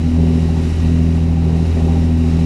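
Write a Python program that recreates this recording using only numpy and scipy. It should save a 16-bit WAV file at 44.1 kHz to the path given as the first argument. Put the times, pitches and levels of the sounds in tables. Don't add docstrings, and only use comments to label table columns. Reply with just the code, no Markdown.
import sys
import numpy as np
from scipy import signal
from scipy.io import wavfile

SR = 44100
rng = np.random.default_rng(int(sys.argv[2]) if len(sys.argv) > 2 else 0)


def materialize(psi):
    bounded = np.clip(np.atleast_2d(psi).T, -1, 1)
    quanta = np.round(bounded * 32767).astype(np.int16)
    wavfile.write(sys.argv[1], SR, quanta)


def rack_gain(trim_db):
    fader = np.asarray(trim_db, float)
    return 10 ** (fader / 20)


N = 108177

CYCLE_HZ, CYLINDERS = 13.637, 6
FIRING_PHASE_RAD, OVERTONE_LEAD_RAD = -2.1, 1.2
# start_s, firing_db, second_db, third_db
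EXHAUST_TONES = [(0.0, -18.5, -26, -24), (0.05, -16.5, -18, -22), (0.12, -17, -36, -16),
                 (0.18, -13.5, -15.5, -21), (0.35, -16.5, -18, -18), (0.46, -16.5, -18.5, -26.5),
                 (0.69, -17.5, -23, -24.5), (0.76, -17, -30, -41.5), (0.84, -14.5, -19.5, -22),
                 (1.0, -15, -17, -19.5), (1.15, -15.5, -19.5, -24), (1.62, -16.5, -17, -26),
                 (1.71, -14, -29, -31), (1.77, -16, -22.5, -23.5), (1.85, -14.5, -17.5, -23.5),
                 (2.22, -15, -22, -18.5), (2.39, -16, -16, -24), (2.45, -18, -16.5, -21)]


def rms_one(x):
    return x / np.sqrt(np.mean(x ** 2) + 1e-20)


def in_time(rows):
    time_s, *columns = np.transpose(rows)
    return [np.interp(np.arange(N) / SR, time_s, column) for column in columns]


def drift(hz):
    r = np.exp(-80 * np.pi * hz / SR)
    noise = rng.standard_normal(N // 40 + 2002)
    slow = signal.lfilter([1], [1, -2 * r, r * r], noise)[2000:]
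    return np.interp(np.arange(N) / 40, np.arange(len(slow)), rms_one(slow - slow.mean()))


def band(x, low_hz, high_hz):
    sos = signal.butter(2, [low_hz, high_hz], "band", fs=SR, output="sos")
    return signal.sosfilt(sos, x)


def resonance(x, hz, width_hz):
    r = np.exp(-np.pi * width_hz / SR)
    zeros = np.array([1, 0, -1]) * (1 - r * r) / 2
    poles = [1, -2 * r * np.cos(2 * np.pi * hz / SR), r * r]
    return signal.lfilter(zeros, poles, x)


def banded(source, spectrum, patchy_db, tilt_db):
    hz_points, db_points = np.transpose(spectrum)
    octaves = np.log2(min(hz_points[-1], 14000) / hz_points[0])
    edges_hz = hz_points[0] * 2 ** np.arange(0, octaves, 1 / 3)
    out, shared = 0, drift(5.0)
    for k, low_hz in enumerate(edges_hz):
        centre_hz = low_hz * 2 ** (1 / 6)
        level_db = np.interp(np.log(centre_hz), np.log(hz_points), db_points)
        flicker_db = patchy_db * (0.44 * shared + drift(25.0))
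        gain = rack_gain(level_db + tilt_db * k / len(edges_hz) + flicker_db)
        out = out + gain * band(source[k % 2], low_hz, low_hz * 2 ** (1 / 3))
    return rms_one(out)


def firing_tones(crank):
    firing = CYLINDERS * crank + FIRING_PHASE_RAD
    out = 0
    for k, level_db in enumerate(in_time(EXHAUST_TONES)):
        lead_rad = OVERTONE_LEAD_RAD + 0.25 * drift(2.6) if k else 0
        out = out + rack_gain(level_db) * np.cos((k + 1) * firing + lead_rad)
    return np.sqrt(2) * out


def uneven_orders(crank, outlet_db, rasp_db):
    # cycle_multiple, level_db
    uneven = [(4, -42), (5, -35), (9, -33), (11, -34), (13, -47), (14, -40), (15, -36), (16, -47),
              (17, -37), (19, -36), (21, -36), (22, -44), (23, -46), (24, -43), (27, -37), (28, -44),
              (29, -41), (30, -42), (31, -50), (33, -48), (35, -50), (40, -45), (43, -52), (46, -55),
              (48, -55), (52, -51), (57, -54), (58, -55), (61, -55), (64, -56)]
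    firing = CYLINDERS * crank + FIRING_PHASE_RAD
    out = 0
    for order, level_db in uneven:
        order, loose_rad, slip = round(order), rng.uniform(0, 2 * np.pi), drift(2.27)
        follows_db = 0.89 * rasp_db if order > 24 else 0.22 * outlet_db
        if order % 3:
            phase = order * crank + loose_rad + 0.8 * slip
        else:
            phase = order // 3 * (firing / 2 + np.pi) + OVERTONE_LEAD_RAD + 0.8 * slip
        wander_db = 1.8 * drift(3.0)
        out = out + rack_gain(level_db + follows_db + wander_db) * np.cos(phase)
    return np.sqrt(2) * out


def roar(crank, rasp_db):
    # freq_hz, density_db (per Hz)
    gas_spectrum = [(60, 0), (100, 0), (200, -4.5), (330, -3.5), (450, -10.5), (620, -14.5), (850, -18.5),
                    (1300, -35.5)]
    puffs = 1 + 0.8 * np.cos(CYLINDERS * crank + FIRING_PHASE_RAD)
    noise = banded(rng.standard_normal((2, N)) * puffs, gas_spectrum, patchy_db=0.0, tilt_db=7.5)
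    return rack_gain(-31 + 0.31 * rasp_db) * noise


def pops():
    # start_s, peak_db
    strong_pops = [(.488, -27), (.562, -31), (1.149, -31), (1.295, -30), (1.369, -29), (1.442, -33),
                   (1.588, -30), (1.808, -30), (1.882, -22), (1.955, -25), (2.248, -31), (2.395, -31)]
    first_s, plain_db, trim_db = 0.048, -40, -2
    pipe_hz, width_hz = 788.5, 49
    hold_s, pop_t60_s, crack_t60_s = 0.012, 0.18, 0.03
    starts_s = first_s + np.arange(int(N / SR * CYCLE_HZ)) / CYCLE_HZ
    levels_db = plain_db + 1.25 * rng.standard_normal(len(starts_s))
    for start_s, peak_db in strong_pops:
        levels_db[np.argmin(abs(starts_s - start_s))] = peak_db + trim_db

    age_s, out = np.arange(SR // 8) / SR, np.zeros(N + SR)
    attack = np.minimum(age_s * 1000, 1)
    shape = attack * rack_gain(-60 * np.maximum(age_s - hold_s, 0) / pop_t60_s)
    ring = np.sin(2 * np.pi * pipe_hz * age_s)
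    crack = ring * rack_gain(-60 * age_s / crack_t60_s)
    for start_s, level_db in zip(starts_s, levels_db):
        noise = resonance(rng.standard_normal(len(age_s)), pipe_hz, width_hz)
        noise = resonance(noise, pipe_hz, 420)
        tone = crack + 0.44 * ring + 0.33 * rms_one(noise)
        i = int(start_s * SR)
        out[i:i + len(age_s)] += rack_gain(level_db) * shape * tone
    return out[:N]


def wash():
    # start_s, level_db
    wash_level = [(0, -42.5), (.2, -42.5), (.36, -41.5), (.55, -42), (.65, -40.5), (.85, -41.5),
                  (1.1, -42.5), (1.2, -42.5), (1.4, -44), (1.6, -42), (1.85, -41.5), (1.99, -41.5),
                  (2.1, -43), (2.3, -41.5), (2.45, -41.5)]
    # freq_hz, density_db (per Hz)
    spray_spectrum = [(590, -28), (1000, -1), (1570, -4), (2710, -3.5), (3470, -10.5), (3880, -11.5),
                      (4260, -9.5), (5500, -9), (11600, -21.5), (15100, -31), (22000, -120)]
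    # freq_hz, width_hz, gain_db
    housing = [(1905, 102, 5.5), (2765, 640, 3.5), (3350, 400, -1), (3885, 233, 8), (5500, 520, 1.5)]
    drops_per_s, drops_db = 1300, -11
    level_db, = in_time(wash_level)
    falls = rng.random((2, N)) < drops_per_s / SR
    sizes = rack_gain(4.4 * np.minimum(rng.exponential(1, (2, N)), 5))
    drops = falls * sizes * rng.choice([-1, 1], (2, N))
    source = rng.standard_normal((2, N)) + rack_gain(drops_db) * rms_one(drops)
    hiss = banded(source, spray_spectrum, patchy_db=0.5, tilt_db=level_db - level_db.mean())
    for freq_hz, width_hz, gain_db in housing:
        hiss = hiss + (rack_gain(gain_db) - 1) * resonance(hiss, freq_hz, width_hz)
    return rack_gain(level_db + 2.0) * rms_one(hiss)


def ship_hum():
    level_db = -35 + 2.0 * drift(3.0)
    return np.sqrt(2) * rack_gain(level_db) * np.sin(2 * np.pi * 37.6 * np.arange(N) / SR)


def wind():
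    rumble = band(rng.standard_normal(2 * N), 26, 60)[N:]
    return rack_gain(-34 + 1.5 * drift(5.2)) * rms_one(rumble)


def scene():
    # start_s, level_db
    rasp_level = [(0.0, -38.5), (0.12, -41.5), (0.2, -32), (0.7, -39), (0.73, -45), (0.87, -35.5),
                  (1.43, -40), (1.47, -31), (1.74, -38), (1.77, -30), (2.03, -34.5), (2.05, -34.5),
                  (2.31, -37), (2.45, -34)]
    crank = 2 * np.pi * (CYCLE_HZ * np.arange(N) / SR + 0.006 * drift(1.04))
    _, second_db, third_db = in_time(EXHAUST_TONES)
    outlet_db = (second_db + third_db) / 2
    outlet_db = outlet_db - outlet_db.mean()
    rasp_db, = in_time(rasp_level)
    rasp_db = rasp_db - rasp_db.mean()
    engine = firing_tones(crank) + uneven_orders(crank, outlet_db, rasp_db)
    exhaust = engine + roar(crank, rasp_db) + pops()
    return (exhaust + wash() + ship_hum() + wind())[None]


def roll_off(x):
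    return signal.sosfilt(signal.butter(12, 11800, fs=SR, output="sos"), x)


def record(dry):
    return roll_off(dry)


dry = scene()
out = record(dry)
materialize(out)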